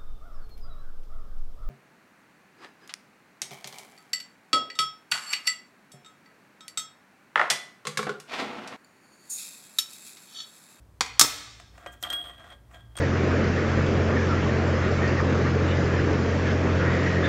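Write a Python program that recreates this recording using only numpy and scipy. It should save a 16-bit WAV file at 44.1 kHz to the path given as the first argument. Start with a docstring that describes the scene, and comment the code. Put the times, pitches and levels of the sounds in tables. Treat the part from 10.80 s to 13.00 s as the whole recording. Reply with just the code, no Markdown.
"""Workshop: a steel wrench is laid on the bench. One end knocks down, then the other drops with a
double clank; wrench and bench ring, and the walls reverberate. Fingers then work the bolt under a
small engine's carburettor: the engine body knocks dully, the thread sticks and slips, and the loose
metal float bowl clinks, rings and chatters. A low hum and soft room noise lie under it all."""
import sys
import numpy as np
from scipy import signal
from scipy.fft import rfft, irfft
from scipy.io import wavfile
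from scipy.ndimage import uniform_filter1d, map_coordinates

SR = 44100
rng = np.random.default_rng(int(sys.argv[2]) if len(sys.argv) > 2 else 0)


def inscribe(sig):
    """Save sig as 16-bit PCM at rate SR to the path in sys.argv[1].

    A 1-D sig is mono; a 2-D sig holds one channel per row.
    Samples are clipped to [-1, 1] before scaling.
    """
    pcm = np.round(np.clip(np.atleast_2d(sig).T, -1, 1) * 32767)
    wavfile.write(sys.argv[1], SR, pcm.astype(np.int16))


N = 97020

# engine body response: f/Hz, gain/dB
ENGINE_SPECTRUM = [(100, -40), (320, -4.5), (450, -8), (700, 9.5), (900, -4), (1200, 3.5), (1900, -5),
                   (2600, -8), (4500, -22.5), (8500, -22), (10500, -40), (15000, -44)]
# engine body modes: f/Hz, level/dB, t60/s
ENGINE_BODY_MODES = [(316, -10, 0.14), (583, -9.5, 0.13), (720, -2, 0.09), (1197, -13.5, 0.24),
                     (1393, -19, 0.15), (1618, -12, 0.38), (1920, -2.5, 0.062)]


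def wrench():
    """One end lands with a tiny rebound, the other clanks twice; wrench and bench ring on."""
    # first end landing: t/s, level/dB, tilt/(dB/octave)
    knocks = [(0.208, -13, 0), (0.2118, -20.5, -4.5), (0.2621, -34.5, 1)]
    # f/Hz, gain/dB
    knock_spectrum = [(60, -24.5), (300, -17.5), (600, -7), (1300, 0.5), (2000, -4.5), (3000, -7),
                      (4400, -3), (6800, -6), (9000, -18), (15000, -35.5)]
    # free end dropping and bouncing: t/s, level/dB, tilt/(dB/octave)
    clanks = [(0.3948, -2, 1), (.4115, -2, -1), (0.4157, -18, -0.5), (0.421, -17.5, 2), (0.444, -24, -7)]
    # f/Hz, gain/dB
    clank_spectrum = [(60, -22.5), (300, -16.5), (550, -16.5), (1200, -4), (1800, -8), (2900, -12),
                      (3300, -4.5), (4900, -2.5), (5400, 0), (5900, -1), (8500, -3.5), (9200, -9),
                      (10150, -4), (10600, -17.5), (11500, -9.5), (15000, -17.5)]
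    # wrench lying on the bench: f/Hz, level/dB, t60/s
    steel_modes = [(1173, -4, .16), (1296, -7, .16), (3555, -7, .2), (4268, -4, .25), (5134, -4, .1),
                   (5342, 1, .08), (5392, 3, .1), (5510, 0, .13), (6175, -4, .12), (6752, -5, .12),
                   (7050, -3, .1), (7767, -3, .15), (8590, -4, .08), (13620, -6, .05)]
    # bench thud: f/Hz, level/dB, t60/s
    bench_modes = [(135, -9.5, 0.16), (193, -14.5, 0.051), (296.2, -1.5, .16), (455, -3, 0.12),
                   (920, -3, 0.14)]
    rebound_s, thud_swell_s = 0.00088, 0.014
    out = np.zeros(N)
    for at_s, db, tilt_db in knocks:
        blow = undb(db) * colour(crack(t60_s=0.032), knock_spectrum, tilt_db)
        add(out, at_s, blow)
        add(out, at_s + rebound_s, 0.45 * blow)
    for at_s, db, tilt_db in clanks:
        add(out, at_s, undb(db) * colour(crack(t60_s=0.025), clank_spectrum, tilt_db))
        add(out, at_s, undb(db - 15) * struck_ring(steel_modes))
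    thud = struck_ring(bench_modes)
    swell = 1 - np.exp(-times()[:len(thud)] / thud_swell_s)
    add(out, 0.414, undb(-23.5) * thud * swell)
    return out


def bowl_clinks():
    """Each tap of the bowl on its seat clicks, shakes the engine, chokes the old ring and rings anew."""
    # t/s, click/dB, ring/dB, ring t60/s, upper-mode share/1, click tilt/(dB/octave)
    taps = [(1.072, -55, -46, 0.24, 0, 5), (1.2267, -29, -52, 0.058, 0.1, 3),
            (1.2367, -36, -25.5, 0.065, 0, -2), (1.3019, -31.5, -27.5, 0.15, 0, 0),
            (1.3279, -31.5, -34, .2, 0.4, -2.5), (1.333, -39, -27.5, 0.39, 1, 14),
            (1.414, -62, -41, 0.22, 0, -4), (1.44, -51, -44, 0.06, 0.9, -3), (1.471, -66, -45, 0.36, 0, -6),
            (1.581, -64, -51.5, 0.13, 0.37, 13), (1.7036, -65, -49, 0.087, 1, 2),
            (1.9445, -51.5, -52.5, 0.11, 0.8, -3), (2.007, -81.5, -56.5, .12, 1, 0),
            (2.154, -68, -48.5, 0.21, 1, -11), (2.168, -42, -46, 0.13, 1, 0),
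            (2.1745, -32, -38.5, 0.1, 1, -3.5)]
    # f/Hz, gain/dB
    click_spectrum = [(150, -9), (700, -5.5), (1400, 13), (2400, -3.5), (3500, 9), (4800, 3), (7000, 2.5),
                      (8600, 1.5), (10300, -5), (12000, -4.5), (12900, 7), (14000, -24), (15000, -19)]
    click_t60_s, choke_db = 0.024, -7
    contacts, ringing = np.zeros(N), np.zeros(N)
    for at_s, click_db, ring_db, t60_s, upper_share, tilt_db in taps:
        add(contacts, at_s, undb(click_db) * colour(crack(click_t60_s), click_spectrum, tilt_db))
        add(contacts, at_s, undb(click_db - 11) * struck_ring(ENGINE_BODY_MODES))
        choke_ramp = np.clip((times() - at_s) / click_t60_s, 0, 1)
        ringing *= undb(choke_db * choke_ramp)
        add(ringing, at_s, undb(ring_db) * ring(bowl_modes(t60_s, upper_share)))
    ping_s, ping_hz, ping_t60_s = 2.168, 8580, 0.037  # one bright catch of the rim
    add(ringing, ping_s, undb(-35) * ring([(ping_hz, 0, ping_t60_s)]))
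    return contacts + ringing


def bowl_modes(t60_s, upper_share):
    """The bowl's modes come in pairs; the contact point decides which of the two speaks."""
    # lower f/Hz, upper f/Hz, level/dB, t60 factor/1
    pairs = [(3216, 3282, 0, 1), (8312, 8597, -18, .45), (12930, 13130, -20, .35)]
    upper_share = np.clip(upper_share, 0.01, 0.99)
    return [(hz, db + 20 * np.log10(share), t60_s * t60_factor)
            for lower_hz, upper_hz, db, t60_factor in pairs
            for hz, share in ((lower_hz, 1 - upper_share), (upper_hz, upper_share))]


def engine_bumps():
    """The hand knocks the carburettor dully against the engine body."""
    # t/s, level/dB, tilt/(dB/octave)
    bumps = [(.7991, -40.5, 4), (0.9784, -42.5, 2), (1.0619, -29, 0), (1.0648, -34.5, -5),
             (1.9121, -49, 0.5), (2.155, -44.5, 2.5), (2.174, -43, 3), (2.186, -31, 5.5)]
    out = np.zeros(N)
    for at_s, db, tilt_db in bumps:
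        add(out, at_s, undb(db) * colour(crack(t60_s=0.029), ENGINE_SPECTRUM, tilt_db))
        add(out, at_s, undb(db - 11) * struck_ring(ENGINE_BODY_MODES))
    return out


def thread_rub():
    """The thread sticks and slips under an uneven grip, exciting engine and bowl."""
    # bolt turning: t/s, rub/dB, bowl shiver/dB
    turning = [(.9, -94, -95), (.96, -59.5, -74), (1.02, -58.5, -70), (1.055, -57, -71), (1.14, -56.5, -66),
               (1.2, -79, -71), (1.25, -40.5, -56), (1.29, -55, -45), (1.34, -42, -46), (1.43, -58, -53),
               (1.484, -48, -47), (1.564, -61.5, -65), (1.593, -48.5, -62), (1.65, -55, -61),
               (1.718, -47.5, -51.5), (1.79, -91, -85), (1.888, -71, -94), (1.948, -55.5, -61.5),
               (2.06, -76, -74)]
    t = times()
    at_s, rub_db, shiver_db = np.array(turning).T
    slips = grits(per_s=1500) * (t > at_s[0])
    grip_db = 3 * wander(per_s=50)
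    friction = slips * undb(grip_db)
    engine_force = friction * undb(np.interp(t, at_s, rub_db))
    bowl_force = friction * undb(np.interp(t, at_s, shiver_db))
    rub = colour(engine_force, ENGINE_SPECTRUM)
    body = undb(-3.5) * shake(engine_force, ENGINE_BODY_MODES)
    shiver = shake(bowl_force, bowl_modes(t60_s=0.062, upper_share=0.5))
    return rub + body + shiver


def rim_chatter():
    """The loose bowl rattles on its rim: tiny impacts drive high, short-lived modes."""
    # rattle envelope: t/s, level/dB
    envelope = [(1.2, -90), (1.235, -72), (1.29, -80), (1.33, -53), (1.37, -61), (1.45, -63.5),
                (1.485, -59.5), (1.56, -80), (1.72, -76), (1.8, -93)]
    # f/Hz, level/dB, t60/s
    rim_modes = [(8200, 0, .04), (8590, 14, 0.018), (9000, -19, .03), (9440, -26, .03), (13400, 4, 0.035),
                 (12700, -1, .03), (13000, -14, .03)]
    t = times()
    at_s, db = np.array(envelope).T
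    impacts = grits(per_s=360) * undb(np.interp(t, at_s, db)) * (t > at_s[0])
    return shake(impacts, rim_modes)


def skin_slides():
    """Skin slides over metal in brief bell-shaped swells of hiss."""
    # centre t/s, half width/s, level/dB
    slides = [(.99, .04, -69.5), (1.132, 0.0091, -57), (1.228, .012, -56.5), (1.678, 0.016, -73),
              (1.942, 0.023, -67.5)]
    # f/Hz, gain/dB
    hiss_spectrum = [(1000, -19), (4500, -16.5), (7200, 1), (10500, -12), (15000, -8)]
    t = times()
    envelope = sum(undb(db) * np.exp(-((t - at_s) / half_s) ** 2 / 2) for at_s, half_s, db in slides)
    return envelope * colour(rng.standard_normal(N), hiss_spectrum)


def workshop(x, late_db):
    """Direct sound, quick reflections off bench and engine, then a wall tail whose mids last longest."""
    # reverberation time: f/Hz, t60/s
    decay = [(150, 0.41), (1000, 0.81), (2500, 0.91), (4500, 0.88), (7500, 0.71), (10000, 0.42),
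             (15000, 0.41)]
    # wall tail: f/Hz, gain/dB
    tail_spectrum = [(100, 2.5), (600, 3), (1200, -3.5), (2300, 4), (4300, -1.5), (5400, -5), (7000, -5.5),
                     (14000, 3.5)]
    early_db, early_t60_s, predelay_s = -10, 0.18, 0.0055
    t = times()[:SR]
    hz = np.arange(SR // 2 + 1)
    noise_bins = rfft(rng.standard_normal(SR))
    centres_hz, t60s_s = np.array(decay).T
    late = np.zeros(SR)
    for band, t60_s in zip(np.eye(len(decay)), t60s_s):
        band_gain = on_log(hz, list(zip(centres_hz, band)))
        late += irfft(noise_bins * band_gain) * fade(t, t60_s)
    late = colour(late, tail_spectrum) * (t > predelay_s)
    early = rng.standard_normal(SR) * fade(t, early_t60_s) * (t > predelay_s)
    echo = undb(late_db) * late / np.linalg.norm(late) + undb(early_db) * early / np.linalg.norm(early)
    return x + signal.fftconvolve(x, echo)[:N]


def hum():
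    """Two low tones, each wavering in level."""
    # t/s, fundamental/dB, overtone/dB
    envelope = [(0, -52, -70.5), (.6, -59.5, -59.5), (.72, -56, -58), (0.851, -57.5, -70), (1.2, -59, -66),
                (1.6, -59, -71.5), (1.952, -54.5, -61.5), (2.098, -52, -54.5), (2.2, -60, -58)]
    fundamental_hz, overtone_hz = 58.4, 114.3
    t = times()
    at_s, fundamental_db, overtone_db = np.array(envelope).T
    out = np.zeros(N)
    for hz, db in ((fundamental_hz, fundamental_db), (overtone_hz, overtone_db)):
        waver = 1 + 0.39 * wander(per_s=18)
        out += undb(np.interp(t, at_s, db)) * waver * np.sqrt(2) * np.sin(2 * np.pi * hz * t)
    return out


def room_noise():
    """Soft, steady, bass-heavy noise."""
    # f/Hz, gain/dB
    air_spectrum = [(20, -11), (40, -6.5), (60, -5), (90, 1), (140, -10), (280, -15.5), (450, -20),
                    (1200, -25), (3000, -37), (8000, -40), (15000, -43.5)]
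    hz = np.arange(N // 2 + 1) * SR / N
    bins = rfft(rng.standard_normal(N)) * undb(on_log(hz, air_spectrum))
    return undb(-57.5) * unit(irfft(bins, N))


def crack(t60_s, size=8192):
    """Countless short-lived modes: a dying noise burst with its spectrum evened out."""
    envelope = fade(np.arange(size) / SR, t60_s)
    bins = rfft(rng.standard_normal(size) * envelope, 2 * size)
    local_power = uniform_filter1d(abs(bins) ** 2, size=160)
    return irfft(bins * np.sqrt(np.sum(envelope ** 2) / local_power))[:size]


def ring(modes, size=32768):
    """Decaying sines from rows of f/Hz, level/dB, t60/s; starting power near 1."""
    t = np.arange(size) / SR
    out = sum(undb(db) * fade(t, t60_s) * np.sin(2 * np.pi * hz * t) for hz, db, t60_s in modes)
    return out / np.sqrt(sum(undb(db) ** 2 for _, db, _ in modes) / 2)


def struck_ring(modes, size=32768):
    """Modes struck at a random spot, so they start out of phase."""
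    t = np.arange(size) / SR
    out = sum(undb(db) * fade(t, t60_s) * np.sin(2 * np.pi * (hz * t + rng.random()))
              for hz, db, t60_s in modes)
    attack = 1 - fade(t, 0.0013)
    return out * attack / np.sqrt(sum(undb(db) ** 2 for _, db, _ in modes) / 2)


def grits(per_s, spread_db=2.5):
    """Tiny slips at random moments, a few larger than the rest; unit RMS."""
    strength = undb(spread_db * np.minimum(rng.exponential(size=N), 3))
    slipping = rng.random(N) < per_s / SR
    return unit(slipping * rng.choice([-1, 1], N) * strength)


def shake(force, modes):
    """A force drives a body's modes through a unit-energy response."""
    body = ring(modes)
    return signal.fftconvolve(force, body / np.linalg.norm(body))[:N]


def colour(x, points, tilt_db=0, size=2048):
    """Minimum-phase filter through f/Hz, gain/dB points, plus tilt_db per octave; unit power gain."""
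    hz = np.arange(size // 2 + 1) * SR / size
    octaves = np.log2(np.maximum(hz, 300) / 2000)
    gain = unit(undb(on_log(hz, points) + tilt_db * octaves))
    cepstrum = irfft(np.log(gain))
    cepstrum[1:size // 2] *= 2  # fold onto positive time
    cepstrum[size // 2 + 1:] = 0
    response = irfft(np.exp(rfft(cepstrum)))
    return signal.oaconvolve(x, response)[:len(x)]


def on_log(hz, points):
    """Interpolate f/Hz, value points on a log-frequency axis."""
    points_hz, values = np.array(points, float).T
    return np.interp(np.log(np.maximum(hz, 1)), np.log(points_hz), values)


def wander(per_s):
    """Random values, joined smoothly."""
    return map_coordinates(rng.standard_normal(1024), [times() * per_s], mode="wrap")


def fade(t, t60_s):
    return np.exp(-np.log(1000) * t / np.maximum(t60_s, 1e-3))


def add(out, at_s, x):
    i = int(at_s * SR)
    out[i:i + len(x)] += x[:N - i]


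def undb(db):
    return 10 ** (np.asarray(db) / 20)


def unit(x):
    return x / np.sqrt(np.mean(x ** 2))


def times():
    return np.arange(N) / SR


def scene():
    """Mono mix: the wrench fills the room, the carburettor stays drier."""
    carburettor = engine_bumps() + bowl_clinks() + thread_rub() + rim_chatter() + skin_slides()
    work = workshop(wrench(), late_db=-11) + workshop(carburettor, late_db=-22)
    return (work + room_noise() + hum())[None]


def record(dry):
    """Round off the loudest peaks; cut the deep bass and the top."""
    ceiling, low_cut_hz, top_hz = 1.3, 42, 15700
    rounded = ceiling * np.tanh(dry / ceiling)
    highpass = signal.butter(4, low_cut_hz, "high", fs=SR, output="sos")
    lowpass = signal.ellip(10, 0.1, 80, top_hz, fs=SR, output="sos")
    return signal.sosfilt(lowpass, signal.sosfilt(highpass, rounded))


dry = scene()
out = record(dry)
inscribe(out)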